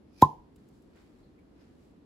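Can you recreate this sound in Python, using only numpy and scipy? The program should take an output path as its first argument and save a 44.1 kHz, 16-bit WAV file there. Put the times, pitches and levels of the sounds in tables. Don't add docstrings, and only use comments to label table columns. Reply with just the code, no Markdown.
import sys
import numpy as np
from scipy import signal
from scipy.fft import rfft, irfft
from scipy.io import wavfile
from scipy.ndimage import uniform_filter1d

SR = 44100
rng = np.random.default_rng(int(sys.argv[2]) if len(sys.argv) > 2 else 0)


def to_wav(s):
    ch = np.atleast_2d(s).T
    pcm = np.round(np.clip(ch, -1, 1) * 32767)
    wavfile.write(sys.argv[1], SR, pcm.astype(np.int16))


N = 90404
T = np.arange(N) / SR
RELEASE_S, RELEASE_FALL_DB_PER_S = .2226, 3900


def from_db(db):
    return 10 ** (np.asarray(db) / 20)


def rms_one(x):
    return x / np.sqrt(np.mean(x ** 2) + 1e-20)


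def at_hz(points, hz):
    frequencies, values = np.transpose(points)
    return np.interp(np.log(np.maximum(hz, 1)), np.log(frequencies), values)


def noise(spectrum):
    gain = from_db(at_hz(spectrum, np.fft.rfftfreq(N, 1 / SR)))
    return rms_one(irfft(rfft(rng.standard_normal(N)) * gain, N))


def diffuse(size):
    # (frequency [Hz], coherence [0-1])
    coherence = [(60, .92), (140, .9), (290, .7), (640, .15), (1400, 0.02), (15000, .1)]
    hz = np.fft.rfftfreq(size, 1 / SR)
    mid, side = rfft(rng.standard_normal((2, size)))
    alike = at_hz(coherence, hz)
    return hz, np.sqrt((1 + alike) / 2) * mid + np.sqrt((1 - alike) / 2) * side * [[1], [-1]]


def wide_noise(spectrum):
    hz, white = diffuse(N)
    return rms_one(irfft(white * from_db(at_hz(spectrum, hz)), N))


def grain(depth_db, size=40):
    roughness = rms_one(uniform_filter1d(rng.standard_normal(N), size))
    return rms_one(from_db(depth_db * roughness))


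def swell(peak_s, rise, fall):
    db = np.where(T < peak_s, (T - peak_s) * rise, (peak_s - T) * fall)
    return from_db(np.maximum(db, -200))


def rumble():
    # (frequency [Hz], relative level [dB])
    spectrum = [(20, -24), (35, -10), (60, 0), (100, -4), (170, -2.5), (290, 1.5), (400, -5), (600, -14.5),
                (1000, -20.5), (2000, -29.7), (4500, -35.5), (6200, -42), (11500, -42), (13000, -51),
                (15000, -58)]
    return from_db(-57.8) * wide_noise(spectrum)


def reverberation(x, size=26000, build_s=.012):
    # (frequency [Hz], t60 [s])
    decay_times = [(100, .27), (400, .36), (1000, .33), (4000, .33), (14000, .27)]
    # (frequency [Hz], level [dB])
    spectrum = [(55, -14), (110, -22), (200, -21), (500, -16), (850, -16), (1100, -21.5), (2500, -17),
                (7000, -17), (15000, -19)]
    # (frequency [Hz], level [dB], t60 [s])
    modes = [(147, -55.5, .18), (860, -63, .24)]
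    age = T[:size]
    hz, white = diffuse(size)
    coloured = white * from_db(at_hz(spectrum, hz))
    edges_hz = np.geomspace(30, 20000, 11)
    tail = 0
    for low, high in zip(edges_hz, edges_hz[1:]):
        rate = np.log(1000) / at_hz(decay_times, np.sqrt(low * high))
        band = irfft(coloured * (hz >= low) * (hz < high), size)
        tail += band * np.exp(-rate * age) * np.sqrt(2 * rate / SR)
    for mode_hz, db, t60 in modes:
        tail += from_db(db) * np.sin(2 * np.pi * mode_hz * age) * np.exp(-np.log(1000) * age / t60)
    build_up = 1 - np.exp(-(age / build_s) ** 2)
    return signal.fftconvolve(x[None], tail * build_up, axes=1)[:, :N]


def reflections(x, mono_below_hz=330):
    # (left delay [s], left level [dB], right delay [s], right level [dB])
    echoes = [(.00372, -13.2, .00779, -17.4), (.0065, -13.6, .00884, -29), (.009, -14.8, .01402, -19),
              (.02434, -25, .02222, -19.2), (.02819, -22, .029, -25), (.03931, -29, .03494, -29)]
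    left = right = 0
    for left_s, left_db, right_s, right_db in echoes:
        left += from_db(left_db) * np.interp(T - left_s, T, x[0])
        right += from_db(right_db) * np.interp(T - right_s, T, x[1])
    highpass = signal.butter(2, mono_below_hz, "high", fs=SR, output="sos")
    side = signal.sosfiltfilt(highpass, left - right)
    return (left + right + side * [[1], [-1]]) / 2


def bumps():
    # (time [s], level [dB])
    thuds = [(.39, -57), (.58, -61), (1.16, -57), (1.25, -63)]
    # (frequency [Hz], relative level [dB])
    spectrum = [(20, -20), (45, 0), (75, -3), (130, -22), (500, -60), (2000, -100)]
    return noise(spectrum) * sum(from_db(db) * swell(s, rise=260, fall=260) for s, db in thuds)


def rubs():
    # (time [s], level [dB], 20 dB rise [s], 20 dB fall [s], bright against dull [dB])
    strokes = [(.59, -77, .06, .2, -1), (.765, -76, .18, .22, 7), (.968, -65, .06, .17, -18),
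               (1.02, -76, .1, .4, -1), (1.19, -78, .08, .2, -8), (1.615, -69.5, .13, .2, -12),
               (1.85, -74, .25, .15, 0)]
    # (frequency [Hz], relative level [dB])
    dull_spectrum = [(100, -6), (330, 7), (900, 0), (2000, 1), (3300, -6), (4800, -10), (8000, -24),
                     (15000, -35)]
    bright_spectrum = [(1000, -20), (3000, -6), (4400, 0), (6000, -4), (7500, -1), (11500, -5),
                       (15000, -14)]
    dull, bright = wide_noise(dull_spectrum), wide_noise(bright_spectrum)
    out = 0
    for s, db, rise_s, fall_s, bright_db in strokes:
        weight = from_db(bright_db)
        rustle = (dull + weight * bright) / np.hypot(1, weight)
        out += from_db(db) * swell(s, 20 / rise_s, 20 / fall_s) * rustle
    return out * grain(depth_db=2.5)


def squeaks():
    # (time [s], level [dB], centre [Hz], bandwidth [Hz], 20 dB fall [s])
    slips = [(.195, -68, 2430, 160, .09), (1.24, -76.5, 4150, 550, .09), (1.39, -71, 2280, 300, .035),
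             (1.61, -77, 5000, 1000, .12), (1.615, -75, 1600, 800, .08)]
    out = 0
    for s, db, hz, width_hz, fall_s in slips:
        bandpass = signal.butter(2, [hz - width_hz / 2, hz + width_hz / 2], "band", fs=SR, output="sos")
        band = rms_one(signal.sosfilt(bandpass, rng.standard_normal((2, N))))
        out += from_db(db) * band * swell(s, 40 / fall_s, 20 / fall_s)
    return out


def ticks():
    # (time [s], level [dB])
    contacts = [(.561, -63.5), (.688, -67.5), (.823, -72), (.961, -72), (1.392, -79)]
    # (frequency [Hz], relative level [dB])
    spectrum = [(1000, -3), (2200, 0), (5000, -7), (7200, 1), (11000, -1), (15000, -3), (16000, -13)]
    return noise(spectrum) * sum(from_db(db) * swell(s, rise=7000, fall=2000) for s, db in contacts)


def slide():
    # (frequency [Hz], relative level [dB])
    spectrum = [(800, -25), (1600, -14), (2200, -10), (2450, 1), (2800, -13), (4000, -7), (5000, 0),
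                (6500, -11), (8000, -17), (10700, -11), (15000, -24)]
    scrape = from_db(-56) * wide_noise(spectrum) * grain(depth_db=3)
    return scrape * swell(RELEASE_S, rise=235, fall=RELEASE_FALL_DB_PER_S)


def leak(rise_db_per_s=3200, side_db=-4):
    # (frequency [Hz], relative level [dB])
    spit_spectrum = [(150, -4), (400, 3), (1000, 3), (1400, -2), (1900, -4), (2800, -8), (3500, 4),
                     (4500, -6), (5500, -9), (7200, -6), (8300, -14), (10300, -4), (11300, -5), (12000, 1),
                     (13000, -11), (14700, -2), (16000, -16)]
    tail_spectrum = [(500, -3), (1900, -1), (2600, -2), (3250, 2), (3900, -2), (5000, 0), (7300, -3),
                     (8500, -13), (10500, -5), (12000, -4), (13200, -15), (14700, -9), (16000, -22)]
    mid, side = noise(spit_spectrum), from_db(side_db) * noise(spit_spectrum)
    spit = (mid + side * [[1], [-1]]) * swell(RELEASE_S, rise_db_per_s, RELEASE_FALL_DB_PER_S)
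    tail = wide_noise(tail_spectrum) * swell(.228, rise_db_per_s, fall=175)
    return from_db(-26.5) * spit + from_db(-55.5) * tail


def air_mode(start_s, db, start_hz, end_hz, glide_s, attack_s, t60):
    age = np.maximum(T - start_s, 0)
    cycles = end_hz * age + (start_hz - end_hz) * glide_s * (1 - np.exp(-age / glide_s))
    envelope = (1 - np.exp(-age / attack_s)) * np.exp(-np.log(1000) * age / t60)
    return from_db(db) * envelope * np.sin(2 * np.pi * cycles)


def pop():
    # (time [s], level [dB], start pitch [Hz], settled pitch [Hz],
    # glide [s], attack [s], t60 [s])
    belly = (.22425, -5.5, 596, 92, .00245, .0006, .046)
    puff = (.2245, -28, 66, 60, .003, .002, .07)
    neck = (.22386, 2.8, 745.6, 1052.5, .00357, .0023, .056)
    return air_mode(*belly) - air_mode(*puff) - air_mode(*neck)


def scene(balance_db=-.5):
    transients = pop() + ticks()
    direct = transients + leak()
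    pan = from_db([[balance_db / 2], [-balance_db / 2]])
    near = (direct + reflections(direct)) * pan
    return near + reverberation(transients) + slide() + rubs() + squeaks() + bumps() + rumble()


def record(dry, cutoff_hz=15750):
    # (frequency [Hz], bandwidth [Hz])
    notches = [(9050, 1300), (13250, 1600)]
    for hz, width_hz in notches:
        dry = signal.lfilter(*signal.iirnotch(hz, hz / width_hz, fs=SR), dry)
    return signal.sosfilt(signal.ellip(10, .1, 80, cutoff_hz, fs=SR, output="sos"), dry)


dry = scene()
out = record(dry)
to_wav(out)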